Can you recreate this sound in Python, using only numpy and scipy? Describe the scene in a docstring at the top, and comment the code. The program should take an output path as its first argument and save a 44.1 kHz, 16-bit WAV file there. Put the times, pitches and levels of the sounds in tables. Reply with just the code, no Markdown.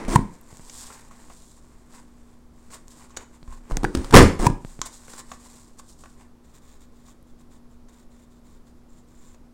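"""A paper punch on a wooden desk

In a small room, the lever of a plastic border punch slides up and clacks against its stop. A card strip
hisses and flicks as it is fed along. The punch is gripped and its teeth crunch through the card, loudly
enough to overload the recorder. The lever returns, and fingertips slide and nudge the strip into place.
Knocks set the punch and desk ringing, over a faint rumble of ventilation and an electrical hum."""
import sys
import numpy as np
from scipy import signal
from scipy.fft import rfft, irfft
from scipy.io import wavfile

SR = 44100
rng = np.random.default_rng(int(sys.argv[2]) if len(sys.argv) > 2 else 0)


def inscribe(sig):
    """Save sig as 16-bit PCM at rate SR to the path in sys.argv[1].

    A 1-D sig is mono; a 2-D sig holds one channel per row.
    Samples are clipped to [-1, 1] before scaling.
    """
    pcm = np.round(np.clip(np.atleast_2d(sig).T, -1, 1) * 32767)
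    wavfile.write(sys.argv[1], SR, pcm.astype(np.int16))


N = 420273
TIME = np.arange(N) / SR

# Knocks on the punch, and the low thud that echoes just after each lever stop. Each row: start in
# seconds, desk sway in dB, thud pitch in Hz, thud in dB, clack pitch in Hz, clack in dB, crack in dB.
KNOCKS_AND_THUDS = [(0.050, -28.5, 300, -27.5, 1900, -32, -40.5),
                    (0.083, -20, 200, -17.5, 584, -22.5, -37.5), (.191, -24, 190, -10, 350, -28.5, -62),
                    (3.481, -30, 60, -37, 1700, -49, -66), (3.711, -42.5, 650, -21, 1045, -24.5, -39.5),
                    (3.719, -15, 110, -23, 1103, -29.5, -36.5), (3.772, -20, 94.66, -30, 701.7, -28, -35),
                    (3.833, -37, 270, -14, 799.6, -31, -31.5), (3.8433, -25, 370, -8.5, 815.4, -11, -26.5),
                    (3.849, -33.5, 140, -19, 1607, -8, -34), (3.950, -23.5, 290, -8.5, 1301, -20, -21.5),
                    (3.972, -24.5, 65, -15.5, 420.4, -26, -33), (4.045, -30.5, 90, -41.5, 900, -33, -33.5),
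                    (4.109, -28.5, 110, -25, 994, -28.5, -29),
                    (4.126, -32.5, 300, -13.5, 843, -17.5, -26.5),
                    (4.1376, -13.5, 189.9, 0.5, 750, -9, -25), (4.142, -14.5, 400, 7.5, 1148, 6, -5),
                    (4.153, -15.5, 82, 3.5, 1000, 6, -2), (4.163, -16.5, 240, 7.5, 1713, 2, -4),
                    (4.1691, -3.5, 45.05, -0.5, 502.6, 9, 5.5), (4.181, -15, 80, 2.5, 998, -1.5, -6.5),
                    (4.189, -8, 197, 6.5, 2050, -7, -9.5), (4.202, -10.5, 197, 5, 410, -2, -18),
                    (4.227, -17, 82, 0, 480, -9.5, -16), (4.398, -14.5, 200, -16, 765, -19, -35),
                    (4.5, -21.5, 150, -12, 348.2, -39, -39.5)]
# The lever hits its stop. Each row: start in seconds, ring pitch in Hz, then ring, thud and crack in dB.
LEVER_STOPS = [(0.1577, 969, -2.5, -4, -16), (4.4670, 963, -6.5, -7, -12.5)]
# Rubbing strokes: the lever rubs in its guides, and the row from 3.943 s is the card and hands creaking as the
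# punch is pressed. Each row: start and end in seconds, hiss at the start and at the end # in dB, judder in dB
# above the hiss.
RUB_STROKES = [(0.08, 0.162, -40, -28.5, 6.5), (3.699, 3.944, -53, -57, 11),
               (3.943, 4.125, -45.5, -49, 4.5), (4.391, 4.47, -39, -29, 9)]
# Notes of the punch and desk. Each row: pitch in Hz, level in dB, seconds to fade by 60 dB.
BODY_NOTES = [(83.6, -6, 0.39), (159, -6, 0.06), (194.8, -5, 0.031), (280, -5, 0.22), (355.4, -3.5, 0.49),
              (415, -2, .25), (486, -2, 0.23), (552, -4.5, .25), (746, -3, 0.39), (791, 1, 0.37),
              (1014, -3.5, .2), (1320, -2.5, .25), (1485, -5, .25), (1655, 3.5, .24), (1860, 1, .16),
              (2120, 0.5, 0.13), (2195, 3.5, .2), (2530, -7, .16), (5300, -0.5, 0.17)]
# Dry plastic ticks. Each row: start in seconds, level in dB, pitch in Hz.
PLASTIC_TICKS = [(0.413, -33.5, 12100), (0.571, -28.5, 7150), (0.701, -34, 6240), (2.882, -29.5, 7060),
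                 (3.430, -38.5, 4300), (3.77, -7.5, 6540), (3.7707, -20.5, 1950), (4.669, -49, 3500),
                 (7.228, -43, 10980)]
# Hands grip and let go. Each row: start in seconds, bump level in dB, desk sway in dB.
HAND_BUMPS = [(0.528, -32, -56), (.596, -33, -43), (3.429, -33, -42), (3.529, -41, -29.5),
              (3.771, -14.5, -29.5), (4.6488, -21, -32), (4.792, -26, -36.5)]
# The card's edge catches. Each row: start in seconds, snap in dB, fade time in seconds, flap in dB,
# tap in dB.
CARD_FLICKS = [(0.697, -36, 0.0031, -43.5, -55), (.903, -54, 0.0081, -40, -46),
               (1.111, -59, 0.017, -49.5, -43), (1.3, -66, 0.012, -46.5, -39),
               (2.704, -51, 0.0048, -47, -53), (3.105, -55, 0.017, -58, -47),
               (3.1662, -35, .0024, -49, -54), (3.1702, -25, 0.0044, -29.5, -49),
               (3.477, -59.5, 0.0077, -52, -45), (3.525, -55, .0072, -57, -41),
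               (4.816, -18, .0027, -60, -26), (5.081, -49, 0.0033, -40, -49),
               (5.135, -43, 0.0075, -41, -55), (5.3164, -41.5, 0.0075, -34.5, -28.5),
               (5.336, -47, 0.004, -55, -42), (5.7965, -56, 0.0056, -50, -39.5),
               (6.037, -51.5, 0.0075, -45.5, -39.5), (6.058, -58, 0.0055, -44, -51),
               (7.084, -60, 0.018, -66, -50), (7.886, -54, .005, -65, -63),
               (9.345, -56.5, 0.0058, -50.5, -60)]
# Notes of the punch when the card taps it. Each row: pitch in Hz, level in dB.
TAP_NOTES = [(1100, 0.5), (1230, -11), (1500, -22), (3560, -13)]
# Pushes of the strip. Each row: fastest moment, rise and fall in seconds, then hiss and ring in dB.
CARD_PUSHES = [(.35, 0.059, 0.034, -56.5, -59), (.52, 0.12, 0.35, -57, -58.5),
               (.81, 0.12, 0.097, -43.5, -58.5), (.92, 0.15, 0.14, -54, -52.5),
               (1.22, 0.36, 0.14, -61, -60), (1.39, 0.21, .2, -56, -69), (1.7, 0.18, 0.49, -68.5, -68),
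               (1.97, 0.056, 0.044, -55.5, -55.5), (2.23, 0.18, 0.2, -69, -68.5),
               (2.62, 0.06, 0.19, -65, -66.5), (2.742, 0.02, .024, -43.5, -46),
               (2.91, 0.0099, 0.043, -53, -72), (3.0, 0.085, 0.071, -53, -53.5),
               (3.218, 0.071, 0.023, -61, -50.5), (3.35, .04, .03, -61, -61.5),
               (3.54, 0.083, 0.044, -57.5, -57), (3.7, 0.061, .03, -61.5, -55),
               (4.67, 0.053, 0.2, -55.5, -59.5), (4.863, 0.0087, 0.015, -36.5, -42.5),
               (4.935, .02, .05, -46.5, -58), (5.14, 0.14, .05, -49.5, -55),
               (5.2, 0.019, 0.012, -39.5, -43.5), (5.33, 0.049, .025, -50.5, -55),
               (5.47, 0.088, 0.18, -52, -58.5), (5.797, 0.011, 0.0084, -46.5, -51),
               (5.91, 0.048, 0.026, -54, -72), (5.995, 0.018, 0.13, -58, -69),
               (6.21, 0.047, .04, -62.5, -58.5)]
# Fingertips move the strip. Each row: start in seconds, length in seconds, level in dB.
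FINGER_NUDGES = [(6.43, 0.11, -66), (6.53, 0.067, -59.5), (6.61, 0.18, -64), (6.79, 0.076, -63),
                 (6.91, 0.16, -69), (7.05, 0.09, -59.5), (7.26, 0.076, -70.5), (7.38, 0.057, -65.5),
                 (7.5, .09, -63.5), (7.69, 0.075, -72), (7.88, 0.17, -64.5), (8.1, 0.16, -65),
                 (8.3, 0.11, -71), (8.43, .16, -68.5), (8.65, 0.074, -67), (8.75, 0.065, -73),
                 (8.89, 0.13, -69), (9.07, 0.14, -66), (9.2, 0.16, -64)]
FINGER_WHISTLES = [(8.88, 0.147, -73), (9.14, 0.2, -65)]
# Hum of the mains power. Each row: pitch in Hz, level in dB.
HUM_NOTES = [(60, -62), (139, -69), (239.6, -58)]

# Tone shapes: how strong the lows and highs of a noise are. Each row: frequency in Hz, level in dB.
CRUNCH_TONE = [(40, -16.5), (100, -6), (200, 6.5), (450, 5.5), (650, -3.5), (1050, -0.5), (1400, -8.5),
               (2100, -7.5), (3000, -21), (6000, -21.5), (9500, -25), (11000, -36.5), (16000, -47)]  # teeth cutting card
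CRACK_TONE = [(300, -6), (800, -2), (1500, 3), (2600, -5), (3700, -4), (5200, -4.5), (9000, -7),
              (11000, -17), (16000, -25)]  # the sharp start of a knock
LEVER_HISS_TONE = [(900, 3.5), (2000, 2.5), (3000, -5), (5000, -4.5), (9000, -0.5), (11000, -19.5),
                   (16000, -18)]  # plastic on plastic
JUDDER_TONE = [(30, -5.5), (100, -7), (230, 3), (400, -0.5), (650, -10.5), (1000, -7), (1400, -19.5),
               (2500, -34.5), (5000, -51.5)]  # the lever's spring
SLIDE_HISS_TONE = [(1200, -8.5), (2200, -18), (3100, -9.5), (3600, -4.5), (5000, -3.5), (6200, -2.5),
                   (7200, 3.5), (8200, 2), (9200, -3), (10500, -10.5), (13000, -14), (16000, -18.5)]  # card rubbing in the slot
SLIDE_RING_TONE = [(200, -14.5), (450, -5), (700, -3.5), (970, 4.5), (1100, 5.5), (1230, -4), (1700, -3.5),
                   (2200, -6.5), (2800, -11), (5000, -31.5)]  # the punch ringing as card slides
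SNAP_TONE = [(300, -4.5), (800, -12), (1500, -2.5), (2600, -6.5), (3700, 1), (5000, -4), (6800, 7.5),
             (9000, -6.5), (11000, -20), (16000, -26)]  # the card's edge slipping free
FLAP_TONE = [(200, 2.5), (450, 4), (800, 3), (1200, 3), (1900, -2.5), (2600, -7.5), (5000, -26)]  # the card flapping
NUDGE_HISS_TONE = [(1200, -14), (2200, -14), (3000, -9), (3600, 0.5), (4400, -5.5), (6300, -4), (7200, 4),
                   (8000, -1.5), (9200, -4), (10500, -15), (16000, -11.5)]  # card rubbing under fingertips
NUDGE_RING_TONE = [(200, -16), (450, -15), (700, -8), (970, 4), (1100, 8.5), (1300, -2), (1700, -0.5),
                   (2200, -3), (2800, -10), (5000, -27)]  # the punch ringing as card is nudged
ROOM_TONE = [(25, -1), (100, 3.5), (250, 6), (700, 1.5), (2000, 1), (4000, -2.5), (9000, -3.5),
             (11000, -6.5), (16000, -8)]  # echoes from the walls
VENT_TONE = [(20, 6), (43, -6), (65, -8), (86, -9.5), (130, -13), (175, -13), (330, -13.5), (450, -18.5),
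             (700, -24), (1100, -25.5), (1600, -33), (2700, -40), (5000, -40), (8000, -42.5), (16000, -50)]  # ventilation


def crunch(start=4.142, hold=0.034, rise_db_per_s=2100.5, fall_db_per_s=430):
    """Small teeth burst through the card: the force builds fast, holds while they cut, then falls."""
    before = np.maximum(start - TIME, 0)
    after = np.maximum(TIME - start - hold, 0)
    force_db = np.maximum(-rise_db_per_s * before - fall_db_per_s * after, -200)
    return gain(force_db) * shape_tone(grains(2500, 2.5), CRUNCH_TONE)


def knocks_and_thuds():
    """Knocks crack, thud and sway the desk; a low thud also echoes just after each lever stop."""
    out, t = np.zeros(N), TIME[:SR // 2]
    for start, sway_db, thud_hz, thud_db, _, _, crack_db in KNOCKS_AND_THUDS:
        crack = shape_tone(rng.standard_normal(len(t)) * fade(t, 0.024), CRACK_TONE)
        low = gain(sway_db) * ring(t, 30, cycles=7.1) + gain(thud_db) * ring(t, thud_hz, cycles=6)
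        add(out, start, low + gain(crack_db) * crack)
    return out


def housing_clacks(swell_s=0.0014, delay_s=0.00046):
    """The hollow housing rings with two short notes at each knock, thud and lever stop."""
    out, t = np.zeros(N), TIME[:SR // 10]
    for start, _, _, _, hz, db, _ in KNOCKS_AND_THUDS:
        clack = ring(t, hz, cycles=18) - gain(-16) * ring(t, 1.6 * hz, cycles=10)
        add(out, start, gain(db) * clack)
    swell = (t / swell_s) ** 2 * np.exp(-t / swell_s)
    for start, hz, db, _, _ in LEVER_STOPS:
        main = 2 * swell * np.sin(2 * np.pi * hz * t)
        overtone = gain(-18) * ring(t, 1.9 * hz, cycles=40)
        add(out, start + delay_s, gain(db) * (main + overtone))
    return out


def lever_stops(delay_s=0.00056, rise_s=0.00075):
    """The spring drives the lever into its stop with a crack and a thud."""
    out, t = np.zeros(N), TIME[:SR // 2]
    thud = -2 * ring(t, 140, cycles=4.9) * (1 - np.exp(-t / rise_s))
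    for start, _, _, thud_db, crack_db in LEVER_STOPS:
        crack = shape_tone(rng.standard_normal(len(t)) * fade(t, 0.02), LEVER_HISS_TONE)
        add(out, start, gain(crack_db) * crack)
        add(out, start + delay_s, gain(thud_db) * thud)
    return out


def rub_strokes():
    """Rubbing strokes: a grainy hiss over a low judder, from the lever's plastic and from card and hands as the
    punch is pressed."""
    hiss = shape_tone(grains(9000, 2.1), LEVER_HISS_TONE)
    judder = shape_tone(grains(3000, 0.72), JUDDER_TONE)
    out = np.zeros(N)
    for start, end, start_db, end_db, judder_db in RUB_STROKES:
        span = slice(int(start * SR), int(end * SR))
        rub = hiss[span] + gain(judder_db) * judder[span]
        add(out, start, rub * gain(np.linspace(start_db, end_db, len(rub))))
    return out


def body_ring(sound):
    """The punch and desk ring on faintly at their own notes after being shaken."""
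    t = TIME[:SR]
    notes = sum(gain(db) * np.sin(2 * np.pi * hz * t) * fade(t, fade_s) for hz, db, fade_s in BODY_NOTES)
    return through(sound, gain(-62) * notes)


def handling():
    """The plastic ticks, and hands make sudden dull bumps that rock the desk."""
    out, t = np.zeros(N), TIME[:SR // 2]
    for start, db, hz in PLASTIC_TICKS:
        add(out, start, gain(db) * ring(t, hz, cycles=12.6))
    sudden_rise = 1 - np.exp(-t / 0.00005)
    bump = np.cos(2 * np.pi * 125 * t - 0.5) * fade(t, 0.023) * sudden_rise
    for start, db, sway_db in HAND_BUMPS:
        add(out, start, gain(db) * bump + gain(sway_db) * ring(t, 26, cycles=12))
    return out


def card_flicks():
    """The strip's edge slips free in a burst of tiny snaps; the card flaps and taps the punch."""
    snaps, flaps, taps = np.zeros((3, N))
    t = TIME[:SR // 10]
    for start, snap_db, fade_s, flap_db, tap_db in CARD_FLICKS:
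        snap, flap = rng.standard_normal((2, len(t))) * np.exp(-t / fade_s)
        detunes = 1 + 0.015 * rng.standard_normal(len(TAP_NOTES))
        tap = sum(gain(db) * ring(t, hz * detune, cycles=42)
                  for (hz, db), detune in zip(TAP_NOTES, detunes))
        add(snaps, start, gain(snap_db) * snap)
        add(flaps, start, gain(flap_db) * flap)
        add(taps, start, gain(tap_db) * tap * (1 - np.exp(-t / 0.00023)))
    return shape_tone(snaps, SNAP_TONE) + shape_tone(flaps, FLAP_TONE) + taps


def card_slides(roundness=1.426):
    """The strip is fed through the slot in pushes that speed up and slow down."""
    hiss_power, ring_power = np.zeros((2, N))
    for peak, rise, fall, hiss_db, ring_db in CARD_PUSHES:
        start = max(peak - 3 * rise, 0)
        from_peak = TIME[:int((peak - start + 3 * fall) * SR)] + start - peak
        distance = np.maximum(-from_peak / rise, from_peak / fall)
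        speed = np.exp(-distance ** roundness)  # roundness 1 gives a point, 2 a bell shape
        add(hiss_power, start, (gain(hiss_db) * speed) ** 2)
        add(ring_power, start, (gain(ring_db) * speed) ** 2)
    return card_friction(np.sqrt(hiss_power), np.sqrt(ring_power), SLIDE_HISS_TONE, SLIDE_RING_TONE,
                         slip_db=1.83, spread_db=-0.5, clicks_per_s=5200)


def finger_nudges():
    """Fingertips ease the strip into line; the slow movement sounds grainier."""
    level = finger_level(FINGER_NUDGES)
    return card_friction(level, gain(-4) * level, NUDGE_HISS_TONE, NUDGE_RING_TONE,
                         slip_db=2.2, spread_db=1.8, clicks_per_s=4500)


def card_friction(hiss_level, ring_level, hiss_tone, ring_tone, slip_db, spread_db, clicks_per_s):
    """Card drags in uneven slips; the rubbing hisses and makes the hollow punch ring."""
    grip = gain(slip_db * wander(60))
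    hiss = shape_tone(grains(clicks_per_s, spread_db) * grip * hiss_level, hiss_tone)
    return hiss + shape_tone(grains(2600, 2.4) * grip * ring_level, ring_tone)


def finger_whistle(hz=7300, width_hz=420):
    """Skin dragging on card brings out one thin, high note."""
    narrow_filter = signal.iirpeak(hz, hz / width_hz, fs=SR)
    note = signal.lfilter(*narrow_filter, grains(3400, 2.27))
    return note / note.std() * finger_level(FINGER_WHISTLES) * gain(2.5 * wander(50))


def finger_level(moves, rise_s=0.016, fall_s=0.022):
    """Each short fingertip movement grows louder, holds and drops away."""
    out = np.zeros(N)
    for start, length, db in moves:
        t = TIME[:int(length * SR)]
        ramps = np.minimum(t / rise_s, (length - t) / fall_s)
        add(out, start, gain(db) * np.minimum(ramps, 1))
    return out


def room_echo(sound, fade_s=0.34, bass_fade_s=0.28, build_s=0.0066):
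    """Echoes from nearby walls build up quickly and die away, the bass a little sooner."""
    t, noise = TIME[:SR], rng.standard_normal(SR)
    bass = signal.sosfilt(signal.butter(1, 200, fs=SR, output="sos"), noise)
    echoes = bass * fade(t, bass_fade_s) + (noise - bass) * fade(t, fade_s)
    build_up = 1 - np.exp(-(t / build_s) ** 2)
    tail = shape_tone(echoes * build_up, ROOM_TONE)
    return through(sound, tail / np.linalg.norm(tail))


def opening_ring():
    """At the start, the room's ring from a cut dies away: fading noise with the tone of the crunch."""
    return gain(-35) * fade(TIME, 0.98) * shape_tone(rng.standard_normal(N), CRUNCH_TONE)


def background():
    """Ventilation rumbles, and the mains power hums with a slight waver."""
    hum = np.zeros(N)
    for hz, db in HUM_NOTES:
        level = gain(db + 1.8 * wander(4))
        hum += level * np.sqrt(2) * np.sin(2 * np.pi * hz * TIME + 0.15 * wander(3))
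    return hum + gain(-49.5) * shape_tone(rng.standard_normal(N), VENT_TONE, size=8192)


def gain(db):
    """Turn decibels into a number to multiply by."""
    return 10 ** (np.asarray(db) / 20)


def add(out, start, sound):
    """Mix a sound in at a start time in seconds."""
    i = int(start * SR)
    out[i:i + len(sound)] += sound[:N - i]


def through(sound, response):
    """Pass a sound through something, given its response to a single click."""
    return signal.oaconvolve(sound, response)[:len(sound)]


def shape_tone(sound, tone, size=2048):
    """Filter a sound with a tone shape; white noise keeps its level."""
    hz, db = np.transpose(tone)
    frequencies = np.fft.rfftfreq(size, 1 / SR) + 1
    gains = gain(np.interp(np.log(frequencies), np.log(hz), db))
    # these steps make the filter ring only after a click, never before it
    cepstrum = irfft(np.log(gains))[:size // 2]
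    cepstrum[1:] *= 2
    response = irfft(np.exp(rfft(cepstrum, size)))
    return through(sound, response / np.linalg.norm(response))


def fade(t, seconds):
    """Die away by 60 dB in the given time."""
    return np.exp(-np.log(1000) * t / seconds)


def ring(t, hz, cycles):
    """A note that dies away in so many vibrations."""
    return np.sin(2 * np.pi * hz * t) * fade(t, cycles / hz)


def grains(clicks_per_s, spread_db):
    """Tiny clicks of random size, like fibres letting go."""
    sizes = gain(spread_db * np.minimum(rng.exponential(size=N), 6))
    clicks = (rng.random(N) < clicks_per_s / SR) * sizes * rng.standard_normal(N)
    return clicks / clicks.std()


def wander(steps_per_s):
    """A value that drifts at random, mostly between -1 and 1."""
    steps = rng.standard_normal(N // 20)
    return np.interp(TIME * steps_per_s, np.arange(len(steps)), steps)


def scene():
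    """Mix the punch, the card and the room into one channel."""
    punch = knocks_and_thuds() + rub_strokes() + crunch()
    card = card_flicks() + card_slides() + finger_nudges() + finger_whistle()
    near = punch + body_ring(punch) + card
    housing = housing_clacks() + lever_stops()
    # the small housing is loud close by but sends little into the room
    room = gain(-12.5) * room_echo(near + gain(-9.5) * housing)
    return (near + housing + room + handling() + opening_ring() + background())[None]


def record(dry, limit=0.97, top_hz=15950):
    """The overloaded recorder flattens the loudest peaks, then cuts the highest treble."""
    clipped = np.clip(dry, -limit, limit)
    return signal.sosfilt(signal.ellip(10, 0.1, 60, top_hz, fs=SR, output="sos"), clipped)


dry = scene()
out = record(dry)
inscribe(out)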